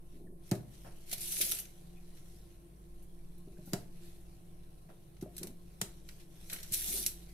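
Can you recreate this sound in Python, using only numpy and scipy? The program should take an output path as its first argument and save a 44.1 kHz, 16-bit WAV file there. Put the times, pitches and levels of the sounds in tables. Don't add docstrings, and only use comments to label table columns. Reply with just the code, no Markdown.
import sys
import numpy as np
from scipy import signal
from scipy.fft import rfft, irfft
from scipy.io import wavfile
from scipy.ndimage import uniform_filter1d

SR = 44100
rng = np.random.default_rng(int(sys.argv[2]) if len(sys.argv) > 2 else 0)


def pcm_store(signal):
    levels = np.round(np.clip(np.atleast_2d(signal), -1, 1) * 32767)
    wavfile.write(sys.argv[1], SR, levels.astype(np.int16).T)


N = 323253

# f/Hz, level/dB
AIR_SPECTRUM = [(8, -2.5), (30, -7.5), (50, -3), (75, -33), (125, -10.5), (185, -11), (230, -32),
                (310, -17.5), (420, -23), (660, -29.5), (950, -39.5), (3000, -50.5), (6900, -50.5),
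                (11000, -36.5), (16000, -50.5)]
AIR_DB = -58
# f/Hz, correlation/1
STEADY_LIKENESS = [(60, 0.91), (250, 0.86), (640, -0.017), (1400, -1.2), (3000, -1.1), (6000, 0.015)]
# f/Hz, width of each of two resonances/Hz, noise level/dB, steady level/dB (both rms)
HUM_TONES = [(49.4, 3.3, -63.5, -60), (98.7, 2.2, -71, -82), (149.5, 4, -76.5, -69.5),
             (173.7, 2.7, -65.5, -65), (343.5, 18.2, -69, -102), (755, 3.3, -84.5, -93.5),
             (1062.5, 46, -80, -99), (8870, 100, -83, -99)]
FAN_HZ, FAN_DB, FAN_WANDER_HZ = 343.7, -71, 3.5
SWAY_DB = -52.5
# f/Hz, t60/s
ROOM_DECAY = [(300, 0.56), (2000, 0.27), (8000, 0.22), (15000, 0.24)]
# f/Hz, correlation/1
NEAR_LIKENESS = [(250, 0.9), (500, 0.41), (1000, 0.057), (2500, 0.17), (6000, 0)]

# t/s, hiss level before colouring/dB
GLOVE_RUBBING = [(0, -84.5), (.16, -70.5), (.33, -99), (.48, -61), (.65, -74), (.75, -64.5), (.95, -66.5),
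                 (1.7, -65), (2.02, -73), (2.16, -66.5), (2.5, -71), (2.65, -76.5), (3.5, -75),
                 (3.78, -62.5), (3.9, -73.5), (4.05, -63), (4.22, -70.5), (4.45, -73.5), (4.55, -75),
                 (5.3, -75.5), (5.35, -65.5), (5.4, -63), (5.46, -71), (5.51, -72), (5.54, -75),
                 (5.76, -71), (5.92, -65.5), (6.04, -74), (6.11, -62), (6.27, -73), (7.33, -65.5)]
# t/s, hiss level before colouring/dB
SHEET_SLIDES = [
    [(1.06, -67), (1.1, -53), (1.17, -55), (1.22, -43.5), (1.35, -39), (1.42, -36), (1.53, -39.5),
     (1.6, -47), (1.64, -58.5), (1.72, -91)],
    [(6.3, -73), (6.38, -66), (6.48, -59.5), (6.53, -47), (6.63, -55.5), (6.7, -58), (6.74, -38.5),
     (6.84, -40.5), (6.88, -39), (6.97, -36), (7.05, -43), (7.09, -47.5), (7.15, -61.5), (7.24, -66)],
]
QUIET_DB, QUIET_TILT_DB, TILT_PER_DB = -64, -2.5, 0.1775
# t/s, rms level at full swell/dB, rise/s, t60/s
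DULL_BURSTS = [(.515, -39.5, 0.0011, 0.13), (0.837, -52.5, 0.027, 0.2), (3.734, -34.5, 0.0026, 0.058),
               (5.226, -66, 0.0048, .15), (5.813, -36.5, 0.0013, 0.015), (4.88, -58.5, 0.023, 0.16),
               (5.39, -58, 0.049, 0.29), (6.501, -61, 0.013, 0.65), (6.8, -61, 0.084, 0.4),
               (1.125, -52, 0.0049, .08), (1.4, -65, 0.027, 0.22), (1.51, -55.5, 0.013, 0.19),
               (6.93, -56.5, 0.039, 0.24)]
# f/Hz, level/dB
DULL_SPECTRUM = [(150, 7), (300, 4.5), (700, 11.5), (1100, -0.5), (1600, 2), (2500, -6), (4000, -15),
                 (8000, -19)]
# t/s, length/s, starting f/Hz, final f/Hz, peak level before the ports/dB
GLOVE_SQUEAKS = [(0.264, 0.023, 1850, 1720, -67.5), (1.597, .005, 6160, 6100, -41),
                 (1.625, .005, 6160, 6050, -53), (1.655, 0.004, 6040, 5970, -47),
                 (1.952, 0.049, 2360, 2560, -69), (3.566, 0.014, 1500, 1600, -67),
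                 (3.663, 0.028, 1350, 1500, -69)]
# f/Hz, level/dB
PAPER_SPECTRUM = [(530, -48), (900, -51), (1340, -17.5), (1460, -17.5), (2250, -9.5), (3380, -8.5),
                  (4100, -5), (4600, -7.5), (4950, -9), (5300, -7), (5890, -4), (6500, -6.5), (6850, -10),
                  (7300, -5.5), (9000, -5), (11000, -0.5), (12500, -2.5), (14400, -11.5), (16000, -19.5)]
# t/s, peak level before the ports/dB, rise/s, t60/s, tilt/(dB per octave)
SNAPS_AND_SWELLS = [(.550, -40.5, 0.0033, 0.055, -1), (0.725, -49, 0.017, 0.12, -4),
                    (1.113, -30, 0.0015, 0.076, -1), (1.118, -22.5, 0.018, 0.045, 0.5),
                    (1.179, -29.5, 0.0038, 0.039, 1), (1.205, -32, .005, 0.085, 3),
                    (1.211, -31, 0.0054, 0.086, 1.5), (1.321, -21, 0.0016, 0.039, 1),
                    (1.364, -31, 0.0036, 0.043, -5), (1.4109, -14.5, 0.0016, 0.05, -0.7),
                    (1.417, -25, 0.0051, 0.13, -2.5), (1.513, -19, .0015, 0.023, 1.5),
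                    (1.517, -19, .003, 0.039, 0), (1.568, -35, .0022, 0.035, -3),
                    (1.586, -27.5, 0.0023, 0.054, -0.5), (1.599, -27.5, 0.0026, 0.029, 16),
                    (1.651, -45.5, .0018, .04, -5), (2.164, -51.5, 0.0085, 0.14, -5),
                    (3.02, -51, 0.009, 0.12, 9), (3.38, -50.5, .0028, 0.041, 11),
                    (3.648, -48, 0.015, 0.48, 6), (5.167, -55, 0.0012, 0.027, -8.5),
                    (5.209, -44, 0.0039, .06, -1.5), (5.221, -43, .0042, 0.07, 0),
                    (5.364, -34.5, 0.004, 0.03, 2), (5.3794, -27.5, 0.0016, 0.045, 1),
                    (5.393, -40, .002, 0.027, -1.5), (5.429, -28, 0.0036, 0.03, 1.5),
                    (5.47, -31.5, 0.0015, 0.046, 0), (5.8113, -33, 0.0024, 0.037, 5),
                    (6.088, -39.5, 0.0011, 0.028, -7), (6.193, -48.5, 0.01, 0.15, -5),
                    (6.498, -32.5, 0.0014, 0.053, -5), (6.525, -36.5, 0.002, 0.084, -15.5),
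                    (6.529, -26, 0.0027, 0.059, 4.5), (6.559, -38, 0.0034, 0.056, -8.5),
                    (6.585, -41, .003, .04, -10), (6.630, -33, 0.0013, 0.041, -0.5),
                    (6.645, -46.5, 0.0015, 0.026, -17), (6.718, -24, 0.0079, 0.13, 4),
                    (6.722, -18.5, 0.024, 0.042, 2.5), (6.859, -38, 0.0036, 0.085, -3.5),
                    (7.0624, -11, 0.0018, 0.021, 2.5), (7.067, -21, 0.0022, .04, 6),
                    (7.077, -28, .002, .03, 10)]

# start t/s, length/s, level before the high-pass/dB
HAND_LEANS = [(0.104, 0.29, -56.5), (1.374, 0.25, -68), (3.433, 0.29, -64), (5.375, 0.17, -54.5),
              (6.497, 0.074, -70), (6.737, 0.42, -57)]
MODE_HZ = [121, 153, 181, 204, 306, 349, 387, 430, 467, 560, 596, 617, 701, 795, 915, 1230, 1400]
# relative level/dB, t60/s (thuds and knocks use at most 0.4 s)
MODE_RING = [(-6, 0.5), (-12, 0.1), (-4.5, 0.12), (1, 0.052), (-23, 0.067), (-5.5, 0.25), (3.5, 0.11),
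             (-5, 0.018), (-13, 0.14), (-3.5, 0.038), (-9.5, 0.088), (-1, 0.14), (-5.5, 0.18), (-20, 0.1),
             (-26, 0.041), (-17, 0.04), (-21, 0.01)]
MIDDLE_HZ, UPPER_HZ = 250, 520
# t/s, peak ring level before the high-pass/dB, pulse length/s,
# first swing/(+1 or -1), middle modes' level/dB, upper modes' level/dB
THUDS_AND_KNOCKS = [(0.5164, -17, 0.0044, 1, -1.5, -1.5), (0.861, -42, 0.014, -1, -2, 0),
                    (1.124, -47, 0.0035, -1, -9, -4), (1.17, -44, 0.0083, -1, -5, -3),
                    (1.385, -52, 0.0028, -1, 3, 7), (1.403, -42, 0.0026, -1, 0, 5),
                    (1.429, -45.5, 0.0042, -1, 0, -9), (1.467, -52, 0.0022, -1, -3, 9),
                    (1.497, -53, 0.0027, -1, 0, 5), (1.519, -54, 0.0023, -1, -4, 2),
                    (2.356, -52, 0.0076, -1, -12, 0), (3.474, -43.5, 0.0036, -1, 3, 1),
                    (3.516, -55, 0.0028, -1, -2, -2), (3.56, -55, 0.0057, -1, -2, 2),
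                    (3.585, -42.5, 0.0058, -1, -3, 4), (3.673, -42, 0.0056, -1, 6, 6),
                    (3.725, -38.5, 0.004, 1, 2, 0), (3.7335, -22.5, 0.004, -1, -5, 0),
                    (4.887, -51, 0.0051, -1, -3, 3), (5.2250, -28.5, 0.0039, -1, 0, 2),
                    (5.26, -40, 0.0024, 1, -7, 7), (5.412, -39.5, 0.0042, -1, 2, -6),
                    (5.441, -39, 0.0034, -1, -1, -2), (5.817, -30.5, 0.0055, -1, -1, -9),
                    (6.711, -40.5, 0.0079, -1, -5, -8), (6.865, -57, .003, -1, 4, 2),
                    (6.94, -47, 0.0031, -1, 5, 0), (6.987, -50, 0.0033, -1, -1, -1)]
HARD_TILT_DB, TILT_DB_PER_MS = 7.5, -1.1
RATTLE_DB = -13
REST_DRAG_DB, DRAG_PER_DB = -73.5, 0.2619

# t/s, click peak level/dB, t60 of the crushed-dough fizz/s, fizz level re click/dB
BLADE_SNIPS = [(.5133, -26, .03, -4), (3.7336, -24, .028, -6), (5.8150, -21, .032, -6)]
# f/Hz, width/Hz (at least 900 is used), relative level/dB
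BLADE_MODES = [(1430, 840, -17), (3020, 14000, -26), (4350, 910, 0), (5530, 4050, 2), (7950, 420, 10),
               (10570, 480, 4.5), (13000, 400, -28)]
PORT_LAG = 6
EDGE_HZ = 15680


def gain_of(db):
    return 10 ** (np.asarray(db) / 20)


def evened(x):
    return x / np.sqrt(np.mean(x ** 2) + 1e-20)


def read(points, hz):
    f, value = np.transpose(points)
    return np.interp(np.log(hz + 1), np.log(f + 1), value)


def add(mix, s, sound):
    part = mix[..., round(s * SR):][..., :sound.shape[-1]]
    part += sound[..., :part.shape[-1]]


def resonate(x, hz, width):
    r = np.exp(-np.pi * width / SR)
    return 2 * signal.lfilter([1 - r], [1, -r * np.exp(2j * np.pi * hz / SR)], x).real


def resonate_twice(x, hz, width):
    return resonate(resonate(x, hz, width), hz, width)


def narrow_noise(hz, width):
    return evened(resonate_twice(rng.standard_normal(N + SR), hz, width)[SR:])


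def patchwork(shape, bins, frames):
    field = uniform_filter1d(rng.standard_normal(shape), size=bins, axis=0)
    return evened(uniform_filter1d(field, size=frames, axis=1))


def alike(same, a, b):
    return np.array([a, same * a + np.sqrt(1 - same ** 2) * b])


def colour(x, points, tilt_db=0):
    hz = np.fft.rfftfreq(x.shape[-1], 1 / SR)
    tilt = tilt_db * np.log2(np.clip(hz, 500, SR) / 6000)
    y = irfft(rfft(x) * gain_of(read(points, hz) + tilt), x.shape[-1])
    return evened(y) * np.sqrt(np.mean(x ** 2))


def grit(size, per_s, spread_db, smooth):
    strengths = gain_of(spread_db * np.minimum(rng.exponential(1, size), 4))
    slips = strengths * (rng.random(size) < per_s / SR)
    shape = signal.oaconvolve(slips, np.exp(-np.arange(300) / 45))[:size]
    return evened((smooth + evened(shape)) * rng.standard_normal((2, size)))


def swell(t, rise, t60):
    rise = max(rise, 1e-4)
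    fall = gain_of(-60 * (t - rise) / max(t60, .003))
    return np.where(t < rise, np.sin(np.pi / 2 * t / rise) ** 2, fall)


def air():
    frames, hz = N // 512 + 5, np.fft.rfftfreq(2048, 1 / SR)
    a, b, c, d = rng.standard_normal((4, len(hz), frames))
    patches = patchwork((len(hz), frames), bins=20, frames=8)
    same = np.clip(read(STEADY_LIKENESS, hz), -1, 1)[:, None]
    z = alike(same, a + 1j * b, c + 1j * d)
    z *= gain_of(read(AIR_SPECTRUM, hz)[:, None] + 0.25 * patches)
    return gain_of(AIR_DB) * evened(signal.istft(z, nperseg=2048, noverlap=1536)[1][:, :N])


def appliance():
    out, t = np.zeros((2, N)), np.arange(N) / SR
    for hz, width, noise_db, steady_db in HUM_TONES:
        a, b = rng.standard_normal((2, N + SR))
        pair = alike(np.clip(read(STEADY_LIKENESS, hz), -1, 1), a, b)
        out += gain_of(noise_db) * evened(resonate_twice(pair, hz, width)[:, SR:])
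        out += gain_of(steady_db) * np.sqrt(2) * np.sin(2 * np.pi * (hz * t + rng.random()))
    sway = narrow_noise(9.7, 1.67)
    wander = narrow_noise(0, 2)
    fan = np.sqrt(2) * np.sin(2 * np.pi * np.cumsum(FAN_HZ + FAN_WANDER_HZ * wander) / SR)
    return out + gain_of(SWAY_DB) * sway + gain_of(FAN_DB) * fan


def room(x):
    taps = np.zeros((2, SR // 2))
    at = np.arange(120, SR // 2 - 20, 20)
    at = at + rng.integers(0, 20, (2, len(at)))
    np.put_along_axis(taps, at, rng.choice([-1., 1.], at.shape), 1)
    hz, t, z = signal.stft(taps, SR, nperseg=256)
    decay = gain_of(-60 * t / read(ROOM_DECAY, hz)[:, None])
    tail = signal.istft(z * decay, SR, nperseg=256)[1]
    return signal.fftconvolve(x, tail / np.linalg.norm(tail[0]), axes=1)[:, :N]


def ports(x):
    same = np.clip(read(NEAR_LIKENESS, np.fft.rfftfreq(N, 1 / SR)), -.9, 1)
    mid = rfft(x[0] + x[1]) * np.sqrt(1 + same) / 2
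    side = rfft(x[0] - x[1]) * np.sqrt(1 - same) / 2
    return irfft(np.array([mid + side, mid - side]), N)


def rubbing_db():
    t = np.arange(N) / SR
    curves = [np.interp(t, *np.transpose(GLOVE_RUBBING))]
    curves += [np.interp(t, *np.transpose(slide), left=-120, right=-120) for slide in SHEET_SLIDES]
    return 10 * np.log10(sum(gain_of(2 * db) for db in curves))


def dull_bursts():
    out, t = np.zeros((2, N)), np.arange(SR // 2) / SR
    for s, db, rise, t60 in DULL_BURSTS:
        burst = colour(grit(len(t), per_s=600, spread_db=1.5, smooth=1.2), DULL_SPECTRUM)
        add(out, s, gain_of(db) * swell(t, rise, t60) * burst)
    return out


def squeaks():
    out = np.zeros(N)
    for s, length, from_hz, to_hz, db in GLOVE_SQUEAKS:
        size = round(length * SR)
        uneven = evened(uniform_filter1d(rng.standard_normal(size), size=60))
        hz = np.linspace(from_hz, to_hz, size) * (1 + 0.05 * uneven)
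        add(out, s, gain_of(db) * np.hanning(size) * np.sin(2 * np.pi * np.cumsum(hz) / SR))
    return out


def rustle():
    db = rubbing_db()
    slips = grit(N, per_s=1500, spread_db=2.8, smooth=1.2)
    hz, t, z = signal.stft(colour(slips, PAPER_SPECTRUM), SR, nperseg=256)
    narrow_bands = patchwork(z.shape[1:], bins=2, frames=24)
    flutter = patchwork(z.shape[1:], bins=25, frames=4)
    octaves = np.log2(np.clip(hz, 500, SR) / 8000)[:, None]
    frame_db = np.interp(t * SR, np.arange(N), db)
    tilt_db = QUIET_TILT_DB + TILT_PER_DB * (frame_db - QUIET_DB)
    shading = gain_of(octaves * tilt_db + 2.48 * narrow_bands + 0.9 * flutter)
    return gain_of(db) * signal.istft(z * shading, SR, nperseg=256)[1][:, :N]


def snaps_and_swells():
    out, t = np.zeros((2, N)), np.arange(8192) / SR
    for s, db, rise, t60, tilt_db in SNAPS_AND_SWELLS:
        own_colour = np.transpose([np.geomspace(1000, 16000, num=16), 1.5 * rng.standard_normal(16)])
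        slips = grit(len(t), per_s=1200, spread_db=2.5, smooth=1.8)
        burst = colour(colour(slips, PAPER_SPECTRUM, tilt_db), own_colour)
        burst = burst * swell(t, rise, t60)
        add(out, s, gain_of(db) * burst / abs(burst).max())
    return out


def leaning(rumble):
    weight = np.zeros(N)
    for s, length, db in HAND_LEANS:
        add(weight, s, gain_of(db) * np.hanning(round(length * SR)) ** 0.59)
    lumps = gain_of(2.5 * narrow_noise(0, 30))
    return weight * evened(lumps * resonate_twice(rumble, 225, 270))


def thud_or_knock(t, length, swing, middle_db, upper_db):
    tilt_db = HARD_TILT_DB + TILT_DB_PER_MS * length * 1000
    balance_db = 1.5 * rng.standard_normal(len(MODE_HZ))
    group = np.searchsorted([MIDDLE_HZ, UPPER_HZ], MODE_HZ)
    balance_db = balance_db + np.array([0, middle_db, upper_db])[group]
    modes = np.zeros(len(t))
    for f, (db, t60), offset_db in zip(MODE_HZ, MODE_RING, balance_db):
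        level_db = db + offset_db + tilt_db * np.log2(f / 200) - 60 * t / min(t60, .4)
        modes += gain_of(level_db) * np.sin(2 * np.pi * f * t)
    pulse = np.sign(swing) * np.diff(np.hanning(max(round(length * SR), 8)))
    rattle = rng.standard_normal(len(t)) * gain_of(-60 * t / 0.14)
    ring = signal.oaconvolve(modes, pulse)[:len(t)]
    after = signal.oaconvolve(modes, uniform_filter1d(rattle, size=12))[:len(t)]
    ring = ring * (0.34 + 0.66 * np.exp(-(t / 0.019) ** 2))
    return ring / abs(ring).max() + gain_of(RATTLE_DB) * after / abs(after).max()


def worktop():
    out, t = np.zeros(N), np.arange(16384) / SR
    for s, db, length, swing, middle_db, upper_db in THUDS_AND_KNOCKS:
        add(out, s, gain_of(db) * thud_or_knock(t, length, swing, middle_db, upper_db))
    drive, rumble = rng.standard_normal(N), np.zeros(N)
    for f, (db, t60) in zip(MODE_HZ, MODE_RING):
        rumble += gain_of(db + 2.3 * np.log2(f / 200)) * evened(resonate(drive, f, 6.4 / t60 + 8))
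    drag_db = REST_DRAG_DB + DRAG_PER_DB * (rubbing_db() - QUIET_DB)
    out += gain_of(drag_db) * evened(rumble) + leaning(rumble)
    return signal.sosfilt(signal.butter(6, 106, "high", fs=SR, output="sos"), out)


def snips():
    out, t = np.zeros((2, N)), np.arange(4096) / SR
    for s, db, t60, fizz_db in BLADE_SNIPS:
        ticks = np.zeros(len(t))
        ticks[[0, 20, 45, 66]] = np.array([1, .7, .8, .4]) * rng.uniform(.7, 1.1, 4)
        noise = grit(len(t), per_s=1500, spread_db=2.0, smooth=2.2)
        click, fizz = np.zeros(len(t)), 0.17 * colour(noise, PAPER_SPECTRUM, -9.0)
        for k, (f, width, mode_db) in enumerate(BLADE_MODES):
            width = max(width, 900)
            click += (-1) ** k * gain_of(mode_db) * resonate(ticks, f, width)
            fizz += gain_of(mode_db) * resonate(noise, f, width)
        click = np.array([np.roll(click, PORT_LAG), click]) / abs(click).max()
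        add(out, s, gain_of(db) * (click + gain_of(fizz_db - 60 * t / t60) * evened(fizz)))
    return out


def scene():
    steel, slab = snips(), worktop()
    hands = snaps_and_swells() + rustle() + dull_bursts() + squeaks()
    boom = gain_of(-13) * room(np.array([slab, slab]))
    echo = gain_of(-8) * room(steel + hands)
    return steel + slab + ports(hands + echo + boom) + air() + appliance()


def record(dry):
    low_pass = signal.firwin(511, EDGE_HZ, window=("kaiser", 9), fs=SR)
    return signal.oaconvolve(dry, low_pass[None], "same")


dry = scene()
out = record(dry)
pcm_store(out)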